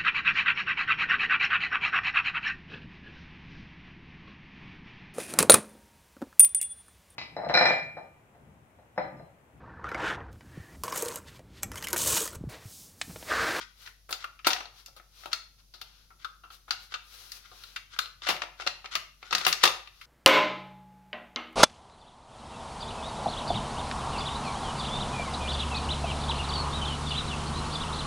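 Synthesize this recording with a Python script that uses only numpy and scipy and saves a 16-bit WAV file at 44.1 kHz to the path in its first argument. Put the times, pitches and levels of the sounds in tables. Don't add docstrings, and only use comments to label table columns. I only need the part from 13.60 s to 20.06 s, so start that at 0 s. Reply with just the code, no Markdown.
import sys
import numpy as np
from scipy import signal
from scipy.fft import rfft, irfft, next_fast_len
from scipy.io import wavfile
from scipy.ndimage import map_coordinates

SR = 44100
rng = np.random.default_rng(int(sys.argv[2]) if len(sys.argv) > 2 else 0)


def inscribe(sig):
    pcm = np.round(np.clip(np.atleast_2d(sig).T, -1, 1) * 32767)
    wavfile.write(sys.argv[1], SR, pcm.astype(np.int16))


N = 284753


def amp(db):
    return 10 ** (np.asarray(db) / 20)


def unit(x):
    return x / np.sqrt(np.mean(x ** 2) + 1e-20)


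def fade(t, t60):
    return amp(-60 * t / np.maximum(t60, 1e-3))


def along(points, hz):
    f, v = np.transpose(points)
    return np.interp(np.log(hz + 1), np.log(f), v)


def wobble(rate):
    return map_coordinates(rng.standard_normal(int(N * rate / SR) + 4), [np.arange(N) * rate / SR])


def swell(s, length):
    stroke = np.zeros(N)
    near = np.arange(max(int((s - 2 * length) * SR), 0), min(int((s + 2 * length) * SR), N))
    stroke[near] = np.exp(-2 * ((near / SR - s) / length) ** 2)
    return stroke


def resonance(hz, centre, width):
    return 1 / (1 + (2 * (hz - centre) / width) ** 2)


def filtered(x, response):
    size = x.shape[-1]
    padded = next_fast_len(2 * size)
    return irfft(rfft(x, padded) * response(np.fft.rfftfreq(padded, 1 / SR)), padded)[..., :size]


def causal(gain):
    cepstrum = irfft(np.log(np.maximum(gain, 1e-5)))
    half = cepstrum.shape[-1] // 2
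    return np.exp(rfft(cepstrum * np.r_[1, np.full(half - 1, 2), 1, np.zeros(half - 1)]))


def panned(lean_db):
    gains = amp(np.array([np.atleast_1d(lean_db), -np.atleast_1d(lean_db)]) / 2)
    return gains / np.sqrt(np.mean(gains ** 2, axis=0))


def add(track, s, sound):
    part = track[:, max(round(s * SR), 0):][:, :sound.shape[1]]
    part += sound[:, :part.shape[1]]


# f/Hz, likeness (1 = the same)
EAR_LIKENESS = [(100, .92), (350, .8), (700, .6), (1400, .35), (2800, .2), (5600, .05)]
def stereo_noise(size, spectrum):
    def response(hz):
        turn = np.arccos(np.clip(along(EAR_LIKENESS, hz), -1, 1)) / 2
        return amp(along(spectrum, hz)) * [np.cos(turn), np.sin(turn)]
    mid, side = filtered(rng.standard_normal((2, size)), response)
    return unit(np.array([mid + side, mid - side]))


# f/Hz, level/dB
AIR_TONE = [(20, -1.5), (60, 1), (100, 4), (160, -2.5), (300, -13.5), (700, -15.5), (1500, -26),
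            (4000, -11), (6000, -9), (8000, -23.5), (11000, -13), (16000, -22.5)]
def background(hum_hz, hum_db, air_db):
    phase = 2 * np.pi * np.cumsum(hum_hz + 0.99 * wobble(5.6)) / SR
    hum = amp(hum_db + .8 * wobble(5)) * unit(np.sin(phase))
    return hum * panned(lean_db=3.5) + amp(air_db) * stereo_noise(N, AIR_TONE)


# f/Hz, t60/s
ECHO_T60 = [(150, 0.28), (500, 0.35), (1500, 0.4), (4000, 0.41), (8000, 0.32), (14000, 0.27)]
# f/Hz, level/dB
ECHO_TONE = [(150, -1.5), (500, 1.5), (1000, 1), (1350, -2.5), (1900, -2), (4000, -5), (8000, -1.5),
             (14000, 0.5)]
def room_echo(sound, build_s, size=22050):
    hz, t, noise = signal.stft(stereo_noise(size, [(20, 0), (20000, 0)]), SR, nperseg=256)
    dying = noise * fade(t, along(ECHO_T60, hz)[:, None]) * amp(along(ECHO_TONE, hz))[:, None]
    tail = signal.istft(dying, SR, nperseg=256)[1][:, :size]
    tail *= 1 - np.exp(-(np.arange(size) / SR / build_s) ** 2)
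    tail /= np.sqrt(np.sum(tail ** 2) / 2)
    return signal.fftconvolve(sound, tail, axes=1)


# f/Hz, level/dB
RUB_TONE = [(200, -20.5), (500, -11.5), (900, -11), (1360, 1), (1800, -7), (2700, -2), (4200, 2),
            (6000, -4.5), (8000, -25), (16000, -41)]
# f/Hz, level/dB
HISS_TONE = [(2000, -38.5), (6000, 2), (8000, -6), (11500, 1), (14500, -5), (17000, -4.5), (19000, -30)]
# middle t/s, length/s, level/dB
HAND_STROKES = [(0.241, 0.085, -53), (0.525, 0.02, -49), (1.183, 0.058, -55.5), (1.624, 0.11, -54),
                (1.998, 0.021, -60), (2.315, 0.2, -61), (2.937, 0.035, -52.5), (3.229, 0.047, -53.5),
                (3.6, 0.18, -52), (3.757, 0.039, -51), (4.02, 0.23, -54.5), (6.45, 0.15, -57.5)]
def sliding_hands(hiss_db, hiss_growth, usual_db):
    rub, hiss = np.zeros((2, N))
    for s, length, db in HAND_STROKES:
        stroke = swell(s, length)
        rub += amp(db) * stroke
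        hiss += amp(hiss_db + hiss_growth * (db - usual_db)) * stroke
    return (rub * stereo_noise(N, RUB_TONE) + hiss * stereo_noise(N, HISS_TONE)) * amp(wobble(35))


def drags(max_gap_s=.05, gap_share=0.74, base_db=-39.5, growth=0.53):
    return [((s + next_s) / 2, gap_share * (next_s - s), base_db + growth * min(db, next_db))
            for (s, db, *_), (next_s, next_db, *_) in zip(PART_HITS, PART_HITS[1:])
            if next_s - s < max_gap_s]


# f/Hz, level/dB
SCRAPE_TONE = [(120, -40), (200, -27.5), (529, -26), (647, -31.5), (1480, -3.5), (1770, -18.5),
               (1940, -7.5), (2510, -14), (3370, -8), (5730, -15), (8270, -30), (11100, -33),
               (16000, -62.5)]
# middle t/s, length/s, level/dB
PLASTIC_SWELLS = [(0, 0.065, -52.5), (.265, 0.01, -50), (.625, 0.031, -53), (.872, 0.014, -34.5),
                  (1.724, .011, -44.5), (2.63, 0.037, -57.5), (3.86, 0.056, -65.5), (3.315, 0.017, -57.5),
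                  (4.34, 0.039, -56.5), (4.7, 0.06, -43), (5.006, 0.035, -55), (5.336, 0.023, -44),
                  (5.66, 0.051, -57), (5.8, 0.1, -50), (6.018, 0.03, -50), (6.038, 0.01, -30)]
def scraping_parts(level_db, slip_db, grain_db):
    slips = unit(amp(slip_db * wobble(64) + grain_db * wobble(600)))
    swells = sum(amp(db + level_db) * swell(s, length) for s, length, db in [*PLASTIC_SWELLS, *drags()])
    return stereo_noise(N, SCRAPE_TONE) * slips * swells


# t/s, level/dB
STEEL_HITS = [(3.108, -46), (4.39, -29.5), (4.692, -44), (6.037, -38)]
# f/Hz, level/dB, t60/s
STEEL_TONES = [(1588, -10, .14), (2859, -22, .4), (3628, -9, .27), (3760, 9, .035), (3953, -10, .3),
               (4122, -8, .35), (4230, -13, .28), (5943, -23, .33), (6831, -22, .2), (7960, -24, .24),
               (9647, -27, .23)]
def ringing_steel(attack_s=0.00026, size=26000):
    track, t = np.zeros((2, N)), np.arange(size) / SR
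    onset = 1 - np.exp(-t / attack_s)
    for s, db in STEEL_HITS:
        for hz, tone_db, t60 in STEEL_TONES:
            phase = 2 * np.pi * rng.random() + rng.standard_normal((2, 1))
            add(track, s, amp(db + tone_db) * np.sin(2 * np.pi * hz * t + phase) * fade(t, t60) * onset)
    return track * panned(lean_db=8)


def seating(t, attack_s=.0014):
    return 1 - np.exp(-(t / attack_s) ** 2)


# f/Hz, width/Hz, level/dB
STOCK_TONES = [(175, 12, 4.5), (359.5, 50.5, 10.5), (533, 130, 3), (742, 36, 5), (772, 120, -4),
               (885, 120, -1.5), (1296, 226, 8.5), (1763, 24, -6), (2130, 44, -16), (2230, 28, -19),
               (2738, 69, 4.5), (3590, 40, 4), (3765, 120, -2.5), (4260, 330, -1), (4700, 110, 0)]
def stock_gain(hz, between_db):
    peaks = sum(amp(2 * db) * resonance(hz, centre, width) for centre, width, db in STOCK_TONES)
    return np.sqrt(peaks + amp(2 * between_db))


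# f/Hz, level/dB
BENCH_TONE = [(40, -12.5), (70, -1.5), (120, 1), (195, 6.5), (260, -12.5), (400, -31), (1000, -66)]
# t/s, bench level/dB, stock level/dB
HEAVY_HITS = [(0.868, -74, -32.5), (4.694, -46, -58), (5.073, -59, -59), (5.354, -59, -71),
              (5.727, -44.5, -69), (5.866, -43, -50), (6.037, -43, -36)]
def heavy_blows(bench_t60, room_db, size=16384):
    track, t = np.zeros((2, N)), np.arange(size) / SR
    tones = sum(amp(db) * np.cos(2 * np.pi * hz * t) * np.exp(-np.pi * width * t)
                for hz, width, db in STOCK_TONES[1:5])
    boom = (tones * seating(t))[None]
    thump_shape = fade(t, bench_t60) * (1 - np.exp(-t / .002))
    for s, bench_db, boom_db in HEAVY_HITS:
        add(track, s, amp(bench_db) * stereo_noise(size, BENCH_TONE) * thump_shape)
        add(track, s, amp(boom_db) * boom)
        add(track, s, amp(boom_db + room_db) * room_echo(boom, build_s=.005))
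    return track * panned(lean_db=5.0)


# t/s, level against the click/dB, f/Hz
CAVITY_GRIP = [(.52, -5.5, 1460), (.64, 7, 1230), (.87, -6.5, 1370), (1.3, -4, 1310), (2.2, -7, 1400),
               (2.64, 9.5, 1370), (3.1, -0.5, 1380), (3.34, 3, 1370), (3.7, -5, 1470), (4.3, 2.5, 1496),
               (4.7, -8.5, 1300), (5.049, -4.5, 1370), (6.04, -6, 1090)]
def stock_cavity(s, weight_db, click_hz, usual_weight_db=-11.5, usual_click_hz=2940):
    times, levels, pitches = np.transpose(CAVITY_GRIP)
    drive_db = 0.33 * (weight_db - usual_weight_db) - 3 * np.log2(click_hz / usual_click_hz)
    return np.interp(s, times, levels) + drive_db, np.interp(s, times, pitches)


# f/Hz, level/dB
CHATTER_TONE = [(50, -22), (120, -14), (220, -8), (350, 0), (1200, 0), (4500, 0), (6200, -1), (8000, -7),
                (11000, -2), (15500, -7), (19000, -16)]
# f/Hz, left minus right/dB
CLICK_LEAN = [(100, -2.5), (300, -4), (550, 2.5), (1200, 0), (2200, -4), (4200, 3), (8000, -3.5),
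              (12000, -10.5)]
# t/s, level/dB, weight/dB, snap/dB (both against the click), click f/Hz, chatter t60/s
PART_HITS = [(.273, -35.5, -16, -31, 1980, 0.049), (0.491, -39, 1.5, -4, 1800, 0.056),
             (.506, -32, -3.5, 1.5, 4270, 0.1), (.526, -19, -19, -19, 4400, 0.0097),
             (.641, -30, -14.5, -17, 2200, 0.044), (.790, -41, -17, -27, 2390, 0.056),
             (0.845, -22, -20, -37, 2730, 0.11), (.868, -9, -5.5, -8, 3100, 0.055),
             (.903, -16, -17, -32, 4200, 0.081), (.931, -15.5, -39, -33, 3480, .017),
             (.962, -28.5, -12, -38, 1900, .014), (1.005, -31.5, -5, -28, 2400, 0.017),
             (1.055, -36.5, -8, -37, 3960, 0.0089), (1.26, -35.5, -50.5, -7.5, 5700, 0.012),
             (1.282, -45.5, -5.5, -23, 5000, 0.0062), (1.363, -44.5, -2, -3, 4120, 0.11),
             (1.397, -47.5, -3, -29, 1690, 0.026), (1.634, -42.5, -8, -16, 1700, 0.016),
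             (1.657, -33.5, 1.5, -11.5, 3350, 0.0081), (1.7294, -14, -24.5, -20.5, 4400, 0.023),
             (2.137, -36, -16, -17, 4400, 0.16), (2.213, -30, -15.5, -11, 4020, 0.042),
             (2.503, -53, -1, -12, 2030, 0.12), (2.645, -29.5, -19, -19, 3520, 0.042),
             (2.835, -45, -4, -19, 2830, 0.16), (2.902, -42, -10, -16, 3240, 0.054),
             (3.079, -46, 1, -11, 1900, 0.083), (3.107, -15.5, -21.5, -22, 4200, 0.011),
             (3.32, -38.5, -6.5, -19, 3530, 0.018), (3.339, -22.5, -19.5, -28, 3160, 0.061),
             (3.718, -30, -62, -7, 5130, 0.011), (3.914, -47, 3, -12, 3900, 0.097),
             (4.035, -35.5, -29, -14, 3650, 0.038), (4.16, -23.5, -27, -21.5, 2740, 0.065),
             (4.362, -40.5, -13, -21, 2000, 0.021), (4.388, -15.5, -17.5, -13.5, 3850, 0.024),
             (4.457, -34, -16.5, -23, 3600, .015), (4.619, -33.5, -14, -34, 3440, 0.017),
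             (4.667, -23, -5.5, -23, 1990, 0.044), (4.686, -12, -7.5, -13.5, 2300, 0.13),
             (4.702, -18.5, -5, -35, 3260, .03), (4.763, -30, -16, -42, 2300, .022),
             (4.818, -21, -10, -40, 2190, 0.019), (4.835, -33.5, 1.5, -20, 2300, 0.018),
             (4.998, -32.5, -3.5, -32, 2000, 0.035), (5.019, -31.5, -4.5, -34, 3160, 0.034),
             (5.064, -22, -3, -23, 3130, 0.054), (5.072, -14, -21.5, -30, 3600, 0.021),
             (5.243, -36.5, -1.5, -38, 2700, 0.0062), (5.257, -29.5, -31, -48, 2610, 0.017),
             (5.352, -14.5, -18.5, -17, 3240, 0.049), (5.627, -36, -8, -36, 1870, 0.013),
             (5.7084, -25, -11, -34, 4700, .01), (5.726, -14.5, -10.5, -23, 1940, 0.042),
             (5.749, -11.5, -17, -21, 4670, 0.024), (5.781, -22.5, -17, -11.5, 4500, 0.013),
             (5.812, -29.5, -4, -21, 4100, .022), (5.849, -15.5, -20, -26, 4800, 0.022),
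             (5.865, -9.5, -11, -11, 2940, 0.011), (5.877, -15, -29, -6.5, 2740, 0.13),
             (5.926, -12, -36, -19.5, 4430, 0.025), (6.036, -4.5, -9.5, -13.5, 3420, 0.034),
             (6.052, -8.5, -12.5, -16.5, 2620, 0.066), (6.074, -14, -10, -23, 4030, 0.027),
             (6.273, -38, -16, -23, 2740, 0.01), (6.412, -35, -33, -16, 1900, 0.06)]
def clicking_parts(level_db, room_db, rattle_db, rattle_t60, cavity_width_hz, click_width_hz, size=8192):
    track, t, hz = np.zeros((2, N)), np.arange(size) / SR, np.fft.rfftfreq(size, 1 / SR)
    below = [1 / (1 + (hz / edge_hz) ** 10) for edge_hz in (600, 1100, 1700, 7500)]
    thud, knock, cavity, click, snap = np.diff(below, axis=0, prepend=0, append=1)
    body = stock_gain(hz, between_db=-3)
    direction = causal(panned(5.5 + along(CLICK_LEAN, hz)))
    room_share = amp([0, 0, -2.5, 0, 0]) ** 2
    for s, db, weight_db, snap_db, click_hz, t60 in PART_HITS:
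        shape = seating(t) * (fade(t, t60) + amp(rattle_db) * fade(t, rattle_t60))
        chatter = rfft(stereo_noise(size, CHATTER_TONE) * shape)
        cavity_db, cavity_hz = stock_cavity(s, weight_db, click_hz)
        width_hz = click_width_hz * 2 ** ((db + 31.5) / 15.5)
        bands = np.array([thud, knock, cavity * resonance(hz, cavity_hz, cavity_width_hz),
                          click * resonance(hz, click_hz, width_hz), snap])
        energy = bands @ np.mean(np.abs(chatter * body) ** 2, axis=0) / size
        powers = amp([weight_db - 10, weight_db, cavity_db, 0, snap_db]) ** 2 / energy
        colours = np.sqrt(np.array([powers, powers * room_share]) @ bands)
        to_ears, to_room = amp(db + level_db) * causal(body * colours)
        add(track, s, irfft(chatter * to_ears * direction))
        echo = room_echo(irfft(chatter[:1] * to_room), build_s=0.0028)
        add(track, s, amp(room_db) * panned(lean_db=3.0) * echo)
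    return track


def scene():
    clicks = clicking_parts(level_db=14.5, room_db=-7, rattle_db=-17.5, rattle_t60=0.11,
                            cavity_width_hz=260, click_width_hz=1770)
    scrapes = scraping_parts(level_db=7.5, slip_db=3.5, grain_db=-2.0)
    hands = sliding_hands(hiss_db=-62, hiss_growth=2.2, usual_db=-54.5)
    rubbing = (scrapes + hands) * panned(lean_db=6.5)
    rubbing += amp(-4.5) * room_echo(rubbing, build_s=0.0035)[:, :N]
    steel = ringing_steel()
    thumps = heavy_blows(bench_t60=0.23, room_db=-14)
    return background(hum_hz=46.8, hum_db=-63.5, air_db=-66) + rubbing + steel + thumps + clicks


def record(dry):
    ceiling, top_hz = .9, 16000
    rounded = dry / (1 + np.abs(dry / ceiling) ** 6) ** (1 / 6)
    return filtered(rounded, lambda hz: 1 / (1 + (hz / top_hz) ** 200))


dry = scene()
out = record(dry)
inscribe(out)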